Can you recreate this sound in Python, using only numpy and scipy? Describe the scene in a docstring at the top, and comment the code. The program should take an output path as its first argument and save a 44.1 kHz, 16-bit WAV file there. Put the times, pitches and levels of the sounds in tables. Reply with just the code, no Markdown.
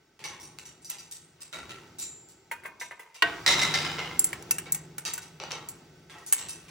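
"""Claws rattle steel wire panels over a low rumble, a beak snaps on bars and taps a steel bowl, a toy tings,
a nut hits the grate and bounces on the tray, the bowl knocks in its holder: a macaw in a cage indoors, heard close.
Each blow is a noise crack, a rattle that buzzes in the modes of the struck thing, and clear beating tones.
Jolts swell a room rumble, a frame drone and a wash of wires, all shaped noise over a steady floor of rumble
and wash. Two microphone ports hear the treble out of step, and scattered sound differs between them."""
import sys
import numpy as np
from scipy import signal
from scipy.fft import rfft, irfft
from scipy.io import wavfile
from scipy.ndimage import uniform_filter1d

SR = 44100
rng = np.random.default_rng(int(sys.argv[2]) if len(sys.argv) > 2 else 0)


def wav_record(signal):
    """Record a signal, one row per channel, as 16-bit PCM in the file named by sys.argv[1]."""
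    frames = np.transpose(np.atleast_2d(signal))
    bounded = np.clip(frames, -1, 1)
    # unit amplitude maps onto the largest positive 16-bit level
    quanta = np.round(bounded * 32767).astype(np.int16)
    wavfile.write(sys.argv[1], SR, quanta)


N = 295470
TIME = np.arange(N) / SR  # s
HZ = np.arange(N // 2 + 1) * SR / N
AFTER = np.arange(2 ** 15) / SR  # s since a blow

# modes of the cage wires: (frequency [Hz], level [dB], t60 [s])
WIRE_MODES = [(850, -9, .6), (1350, -8, .6), (1900, -7, .5), (2250, -7, .4), (2650, -5, .35),
              (2900, -6, .3), (3800, -3, .35), (4130, -8, .3), (4500, -6, .35), (4810, -4, .25),
              (5600, -5, .3), (5930, 0, .3), (6600, -6, .25), (7400, -2, .25), (8300, -5, .25),
              (8650, -6, .25), (9400, -6, .2), (10500, -5, .2), (11200, -6, .15), (14000, -6, .15)]
# noise bands of a blow: (centre [Hz], t60 [share of the rattle's t60])
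RATTLE_BANDS = [(500, 0.7), (1000, 1.16), (2000, 0.69), (3500, 0.7), (5500, 0.34), (8000, 0.69),
                (11500, 0.27), (14500, 0.26)]

SPOT_DB = 3  # spread of mode levels from one struck spot to another


def undb(db):
    """Amplitude of a level in dB."""
    return 10 ** (np.asarray(db) / 20)


def unit(x):
    """Scale to an RMS of one."""
    return x / np.sqrt(np.mean(x ** 2))


def fade(t, t60):
    """Exponential decay that falls 60 dB in t60 seconds."""
    return np.exp(-np.log(1000) * t / t60)


def on_log(points, hz):
    """Value of (Hz, value) points at hz, straight on a log frequency axis."""
    f, value = np.transpose(points)
    return np.interp(np.log(np.maximum(hz, 1)), np.log(np.maximum(f, 1)), value)


def shaped(x, gain):
    """Filter the whole length by a gain over frequency."""
    return irfft(rfft(x) * gain, N)


def noise(gain):
    """Steady noise of unit RMS with the given spectrum."""
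    return unit(shaped(rng.standard_normal(N), gain))


def add(out, s, sound):
    """Mix a sound in, starting at s seconds."""
    i = int(s * SR)
    out[i:i + len(sound)] += sound[:N - i]


def resonant(hz, modes, spot_db):
    """Gain of noise that buzzes in the modes of a thing, among many lesser resonances."""
    width = int(55 / hz[1])  # 55 Hz in bins
    ripple = uniform_filter1d(rng.standard_normal(len(hz)), width)
    crowd_db = 4 * unit(uniform_filter1d(ripple, width))
    mode_hz, mode_db, _ = np.transpose(modes)
    buzz_db, buzz_width = 7, 0.009  # half-width as a share of the mode's frequency
    peaks = 1 / (1 + ((hz / mode_hz[:, None] - 1) / buzz_width) ** 2)
    return undb(crowd_db) + undb(mode_db + spot_db + buzz_db) @ peaks


def aftershake(s, db, rise_s, t60):
    """Amplitude that swells after each jolt and dies slowly; jolts add in power."""
    since = np.maximum(TIME - s[:, None], 0)
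    swells = undb(db)[:, None] * (1 - np.exp(-since / rise_s)) * fade(since, t60)
    return np.sqrt(np.sum(swells ** 2, axis=0))


def shake():
    """Room rumble, the drone of the frame and the wash of faintly buzzing wires, stirred by jolts."""
    # jolts of the whole cage: (time [s], rumble [dB], frame drone [dB], wire wash [dB])
    jolts = [(.2, -54, -56, -58.5), (.9, -64, -64.5, -61.5), (1.53, -50, -60, -54),
             (2.549, -61, -85, -66.5), (3.22, -46, -54, -46), (3.46, -37, -38.5, -38), (4.3, -48, -44, -69),
             (5.05, -56, -47.5, -56.5), (5.401, -50.5, -51, -54), (6.101, -58.5, -66, -56.5),
             (6.38, -53, -57, -54.5)]
    # rumble spectrum: (frequency [Hz], relative level [dB])
    rumble_colour = [(18, -57.5), (30, -5.5), (160, -1.5), (200, -5), (264, -4), (293, -5.5), (353, 1.5),
                     (531, -12.5), (700, -12), (910, -9.5), (1540, -120)]
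    # wire wash spectrum before the wires' resonances: (frequency [Hz], relative level [dB])
    wash_colour = [(400, -29.5), (800, -7), (1300, 10), (3200, 1.5), (7000, -1.5), (10000, -7.5),
                   (15000, -0.5)]
    # frame resonances: (frequency [Hz], width [Hz], relative level [dB])
    frame_modes = [(150.1, 4.9, 0), (168.5, 7.4, -2), (361, 2.7, -17)]
    s, rumble_db, drone_db, wash_db = np.transpose(jolts)

    rumble_level = np.hypot(undb(-67.5), aftershake(s, rumble_db, rise_s=0.023, t60=3.96))  # over a floor
    # the rumble dips briefly
    deepest_s, lead_s, recovery_s, depth_db = 3.19, 0.38, 0.04, -14.5
    dip_times = [deepest_s - lead_s, deepest_s, deepest_s + recovery_s]
    dip = undb(np.interp(TIME, dip_times, [0, depth_db, 0]))
    rumble = rumble_level * dip * noise(undb(on_log(rumble_colour, HZ)))

    frame = sum(undb(db) / (1 + (2 * (HZ - hz) / width) ** 2) for hz, width, db in frame_modes)
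    drone = aftershake(s, drone_db, rise_s=0.28, t60=3.77) * noise(frame)

    wash_level = np.hypot(undb(-68.5), aftershake(s, wash_db, rise_s=0.023, t60=3.94))  # over a floor
    wires = resonant(HZ, WIRE_MODES, 0) ** 0.96
    return rumble + drone + wash_level * noise(undb(on_log(wash_colour, HZ)) * wires)


def clusters(modes, count=4):
    """Each mode is a few close tones, not quite in tune, that beat while they fade."""
    hz, _, t60 = np.transpose(modes)[:, :, None]
    detune_hz = .004 * hz + 16
    draws = rng.uniform(-0.957, 1, (count, 2, len(modes), 1))  # detuning share, starting turn
    tones = sum(np.sin(2 * np.pi * ((hz + detune_hz * off) * AFTER + turn)) for off, turn in draws)
    return tones / np.sqrt(count) * fade(AFTER, t60)


def bands(hz, gain):
    """Random-phase noise split into the rattle's bands, each scaled to an even level."""
    spectrum = gain * np.exp(2j * np.pi * rng.random(len(hz)))
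    centres = np.transpose(RATTLE_BANDS)[0][:, None]
    octaves = np.log2(np.maximum(hz, 1) / centres)
    parts = irfft(spectrum * np.exp(-(octaves / .5) ** 2), 2 * len(hz) - 2)
    return parts / parts.std(axis=1, keepdims=True)


def chatter():
    """Uneven gain over the length of one rattle: a random level 400 times a second."""
    steps = np.arange(0, AFTER[-1] + .1, 1 / 400)
    return undb(3 * np.interp(AFTER, steps, rng.standard_normal(len(steps))))


def lift(hz, loudest):
    """Gain peaks around the modes that the struck spot favours."""
    width = .026  # half-width as a share of the frequency
    return 1 + undb(8) * sum(1 / (1 + ((hz - bar) / (width * bar)) ** 2) for bar in loudest)


def blows(table, modes, low_db, mid_db, top_db, rattle_t60, rise_ms, crack_t60, crack_rise_ms, tick_db):
    """Crack, dense rattle and clear modes; row 0 direct, row 1 as near surfaces scatter it.

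    Colours low (600 Hz), mid (3.8 kHz) and top (10 kHz) are re 1.9 kHz for a blow of treble 0; the tick is re crack."""
    out = np.zeros((2, N))
    mode_hz, mode_db, _ = np.transpose(modes)
    band_hz, share = np.transpose(RATTLE_BANDS)
    hz = np.arange(len(AFTER) // 2 + 1) * SR / len(AFTER)

    crack = fade(AFTER, crack_t60) + undb(tick_db) * fade(AFTER, 0.0048)
    crack = crack * (1 - np.exp(-AFTER * 1000 / crack_rise_ms))
    crack = crack / (1 + (625 / band_hz[:, None]) ** 2)  # a crack carries little below 625 Hz
    rise = 1 - np.exp(-AFTER * 1000 / rise_ms)
    tail = rise * fade(AFTER, rattle_t60 * share[:, None])

    for row in out:
        tones = clusters(modes)
        spots = rng.standard_normal((len(table), len(modes)))
        for (s, db, treble, rattle_db, ring_db, *loudest), spot in zip(table, spots):
            # a harder, smaller contact tilts the whole colour
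            low = low_db - 0.25 * treble
            top = top_db + 1.225 * treble
            colour = [(600, low), (1900, 0.0032), (3800, mid_db + treble / 2), (5800, treble),
                      (10000, top), (16000, top - 4)]
            spot_db = SPOT_DB * spot  # every struck spot favours other modes
            buzz = bands(hz, lift(hz, loudest) * resonant(hz, modes, spot_db))
            envelope = crack + undb(rattle_db) * chatter() * tail
            rattle = undb(on_log(colour, band_hz)) @ (envelope * buzz)
            tone_level = undb(ring_db + mode_db + on_log(colour, mode_hz) + spot_db)
            ring = (tone_level * np.sqrt(lift(mode_hz, loudest))) @ tones
            add(row, s, undb(db) * (rattle + rise * ring))
    return out


# Each table of blows below lists (time [s], crack level [dB], treble at 5.8 kHz re 1.9 kHz [dB],
# rattle re crack [dB], modes re crack [dB], loudest ring [Hz], next loudest ring [Hz]).


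def claws():
    """Claws jar the wire panels: a very short crack, then a rattle in the wires' modes."""
    # claw blows on wire: columns of a table of blows, as above
    claw_blows = [(0.1921, -43, -8, -11, -28, 1230, 885), (0.24, -34.5, -3.5, -9, -7, 6120, 2210),
                  (0.3198, -49.5, -13, -3.5, -28, 965, 3500), (0.3994, -61, 12, -7, -19, 5700, 955),
                  (0.4296, -59, 11.5, -9, -6, 8800, 6200), (0.5867, -35.5, 1, -21.5, -48, 2670, 2240),
                  (0.6544, -52, 6.5, -11, -7, 7420, 5800), (0.8194, -69, 10, -8, -5, 8650, 7240),
                  (0.8466, -61, 17.5, -14, -5.5, 5800, 4770), (0.8972, -45, 5, -8, -10, 7360, 11300),
                  (0.9851, -49, 6.5, -13, -9.5, 5920, 4800), (1.112, -59.5, 15.5, -4, -5, 8300, 13100),
                  (1.3854, -56.5, -31, -10.5, -57, 1150, 6940), (1.4057, -62.5, 9.5, 0.5, -21, 4950, 8040),
                  (1.5277, -37.5, -6.5, -4.5, -16.5, 1350, 3850),
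                  (1.6938, -38, -7.5, -10, -13.5, 1350, 2700), (1.9853, -58, 16, -1, -18, 8300, 3900),
                  (2.0199, -48, 11.5, -11.5, -10.5, 7700, 3940), (2.2875, -65.5, 14.5, -11, -45, 7700, 750),
                  (2.7984, -57, 8.5, -1.5, 1.5, 910, 3600), (3.1444, -51.5, -1.5, -3.5, -5.5, 2800, 2340),
                  (4.6583, -36.5, -16, -13.5, -8.5, 1570, 2275), (5.0517, -33, 1, -9.5, -9, 6250, 4750),
                  (5.2194, -50.5, 4.5, -11.5, -7, 5350, 7840), (6.0975, -42.5, -7, -10, -13, 1550, 3380),
                  (6.1489, -41.5, -47, -16, -3.5, 1150, 710), (6.1844, -52.5, 3, -17, -21, 700, 2030),
                  (6.2636, -58.5, 18, -6.5, -21, 9420, 6900), (6.3827, -37.5, 3.5, -10.5, -22, 7940, 7640),
                  (6.4862, -49, 12, -8.5, -7, 9200, 2600), (6.6832, -47.5, -6, -5.5, -28, 2360, 1070)]
    return blows(claw_blows, WIRE_MODES, low_db=-11.5, mid_db=-1.5, top_db=1, rattle_t60=0.7157,
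                 rise_ms=4.5, crack_t60=0.004, crack_rise_ms=0.5, tick_db=-3.5)


def snaps():
    """The beak snaps on the bars: a strong first tick and a bright crack over the wires' modes."""
    # beak snaps on wire: columns of a table of blows, as above
    beak_snaps = [(0.9005, -51.5, 3.5, -28, -28, 11300, 13700), (4.193, -46.5, 14, -20, -18, 7340, 10700),
                  (4.2424, -42, 6.5, -14, -24, 10300, 7700), (4.3301, -29.5, -19, -16.5, -35, 1710, 1040),
                  (4.4244, -54.5, -5, -32, -30, 6860, 5700), (4.509, -27.5, -3, -19.5, -22, 13000, 2680),
                  (4.5835, -36, -8, -14, -30, 8200, 2780), (4.7214, -49.5, 12, -16.5, -37, 7170, 7960),
                  (4.7466, -41.5, -2.5, -14, -13, 6400, 7740), (4.9816, -41, -6.5, -12, -34, 842, 1460),
                  (5.1354, -46.5, 0, -9, -30, 6100, 7600), (5.1786, -39, -9.5, -17, -35, 1500, 7220),
                  (5.6874, -54, 2, -8, -24, 7710, 4420), (6.3244, -30, -1, -12, -24, 7980, 9800)]
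    return blows(beak_snaps, WIRE_MODES, low_db=-16.5, mid_db=-9, top_db=16.5, rattle_t60=0.5,
                 rise_ms=3, crack_t60=0.0327, crack_rise_ms=0.65, tick_db=5.5)


def toy():
    """A hanging steel toy tings: a close pair of modes beats as it fades."""
    # modes of the toy: (frequency [Hz], level [dB], t60 [s])
    toy_modes = [(7350, -38.5, 0.77), (7100, -37.5, 0.67)]
    out = np.zeros(N)
    ting = sum(undb(db) * np.sin(2 * np.pi * hz * AFTER) * fade(AFTER, t60) for hz, db, t60 in toy_modes)
    add(out, 2.015, ting)
    return out


def taps():
    """The beak taps the steel food bowl, whose short modes ring out at once."""
    # beak taps on the bowl: columns of a table of blows, as above
    bowl_taps = [(2.5129, -30.5, -27.5, -21.5, -3.5, 897, 1510), (2.6354, -47, -28.5, -15, -4.5, 880, 1556),
                 (2.6489, -33, -43, -22.5, -50, 1030, 2150), (2.6559, -41.5, -24, -25.5, -1, 2490, 1610),
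                 (2.6864, -55, -39, -13.5, 4.5, 1470, 2460), (2.8122, -32, -33, -19, -9.5, 970, 2120),
                 (2.9099, -37, -38, -22.5, -5.5, 986, 2030), (2.9935, -44, -27, -10.5, -4.5, 944, 2050)]
    # modes of the bowl: (frequency [Hz], level [dB], t60 [s])
    bowl_modes = [(640, -12, .12), (935, 3, .15), (1233, -4, .18), (1480, -4, .12), (1572, 1, .18),
                  (1793, 1, .11), (2000, -3, .1), (2175, -1, .13), (2466, -6, .32), (2708, -9, .18),
                  (3402, -20, .2)]
    return blows(bowl_taps, bowl_modes, low_db=-16.5, mid_db=-5, top_db=29.5, rattle_t60=1,
                 rise_ms=0.1, crack_t60=0.0841, crack_rise_ms=4.5, tick_db=-4)


def nut_on_grate():
    """A dropped nut strikes the grate and rings its modes."""
    # nut on the grate: columns of a table of blows, as above
    grate_blows = [(3.2222, -6, -27.5, -25, -17, 1860, 1546)]
    # modes of the grate: (frequency [Hz], level [dB], t60 [s])
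    grate_modes = [(310, -4, .5), (680, -1, .5), (1071, -4, .4), (1459, -5, .18), (1534, -5, .25),
                   (1900, 1, .14), (2331, -7, .25), (2600, -10, .4), (2826, -6, .15), (3020, -2, .1),
                   (3564, -4, .15), (5841, -14, .12)]
    return blows(grate_blows, grate_modes, low_db=-18, mid_db=3, top_db=12.5, rattle_t60=0.73,
                 rise_ms=4.5, crack_t60=0.03, crack_rise_ms=1.95, tick_db=1.5)


def nut_on_tray():
    """The nut bounces on the sheet tray, which rings longer."""
    # nut on the tray: columns of a table of blows, as above
    tray_blows = [(3.463, -10, -1.5, -20, -18.5, 1885, 4160), (3.4764, -17, -1.5, -11.5, -15, 2030, 3780),
                  (3.4895, -15.5, -5.5, -14, -19, 2060, 5840), (3.627, -27.5, -7, -20.5, -25, 3930, 6200),
                  (3.5922, -26.5, -3, -8.5, -28.5, 3780, 1310),
                  (3.6157, -23.5, -2.5, -9.5, -16.5, 3900, 2060), (3.7394, -19, -2.5, -13, -15, 1346, 4910),
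                  (3.8494, -30, -10.5, -9.5, -9.5, 2940, 5200),
                  (3.9838, -35.5, -14.5, -1, -15.5, 2930, 2125)]
    # modes of the tray: (frequency [Hz], level [dB], t60 [s])
    tray_modes = [(940, -16, 1.1), (1362, -7, 1.1), (1712, -16, .45), (2051, -2, .25), (2126, -8, .9),
                  (2466, -12, .3), (3010, -8, 1.1), (3558, -11, .3), (3784, -3, .25), (3900, -6, .8),
                  (4134, -14, .5), (4807, -16, .45), (5082, -9, 1.0), (5599, -6, .25), (5814, -9, .3),
                  (6358, -14, .4), (7284, -22, .4)]
    return blows(tray_blows, tray_modes, low_db=-15.5, mid_db=-0.6, top_db=-9, rattle_t60=1.08,
                 rise_ms=0.2, crack_t60=0.004, crack_rise_ms=1.2, tick_db=-5)


def knocks():
    """The bowl knocks in its holder: a fuller, duller blow that rings the wires."""
    # bowl knocks: columns of a table of blows, as above
    bowl_knocks = [(5.4004, -33, -4.5, -14.5, -12, 5900, 805),
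                   (5.4375, -31.5, -4.5, -20.5, -21, 1430, 4600),
                   (5.5072, -40.5, 4.5, -20, -27, 1120, 5950), (5.5118, -32.5, 0, -21, -28, 2400, 1500),
                   (5.5176, -34.5, 6, -16, -31, 3130, 5580), (5.52, -28.5, -0.5, -18.5, -18, 6030, 2180)]
    return blows(bowl_knocks, WIRE_MODES, low_db=0.5, mid_db=0.5, top_db=-14.5, rattle_t60=0.56,
                 rise_ms=10, crack_t60=0.004, crack_rise_ms=0.5, tick_db=2)


def ports(direct, scattered):
    """Both ports hear the direct sound out of step by a phase; the scattered sound differs left and right."""
    # phase between the ports: (frequency [Hz], lead of the left port [rad])
    port_lead = [(0, 0), (5500, 0), (7060, -1.3), (9000, -2.4), (11500, -2.75), (14000, -3.6),
                 (15600, -4.0)]
    # scattered sound re direct sound: (frequency [Hz], level [dB])
    spread = [(60, -23.5), (150, -25.5), (300, -14.5), (600, -7.5), (1200, -8.5), (1900, -19), (2800, -0.5),
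              (4200, -5), (6000, -6), (9000, -21.5), (14000, -22)]
    half_lead = np.exp(.5j * np.interp(HZ, *np.transpose(port_lead)))
    side = shaped(scattered, undb(on_log(spread, HZ)))
    left = shaped(direct + side, half_lead)
    right = shaped(direct - side, 1 / half_lead)
    return np.array([left, right])


def scene():
    """All blows, the toy and the shaking cage, heard at the two ports."""
    hits = claws() + snaps() + taps() + nut_on_grate() + nut_on_tray() + knocks()
    # the blows carry no deep bass below 250 Hz
    hits = signal.sosfilt(signal.butter(4, 250, "high", fs=SR, output="sos"), hits)
    return ports(hits[0] + toy() + shake(), hits[1] + shake())


def record(dry):
    """Soft limit on the loudest peaks, then a deep-bass cut and a top cut."""
    limited = .85 * np.tanh(dry / .85)
    thin = signal.sosfilt(signal.butter(3, 60, "high", fs=SR, output="sos"), limited)
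    return signal.sosfilt(signal.ellip(8, .2, 70, 16100, fs=SR, output="sos"), thin)


dry = scene()
out = record(dry)
wav_record(out)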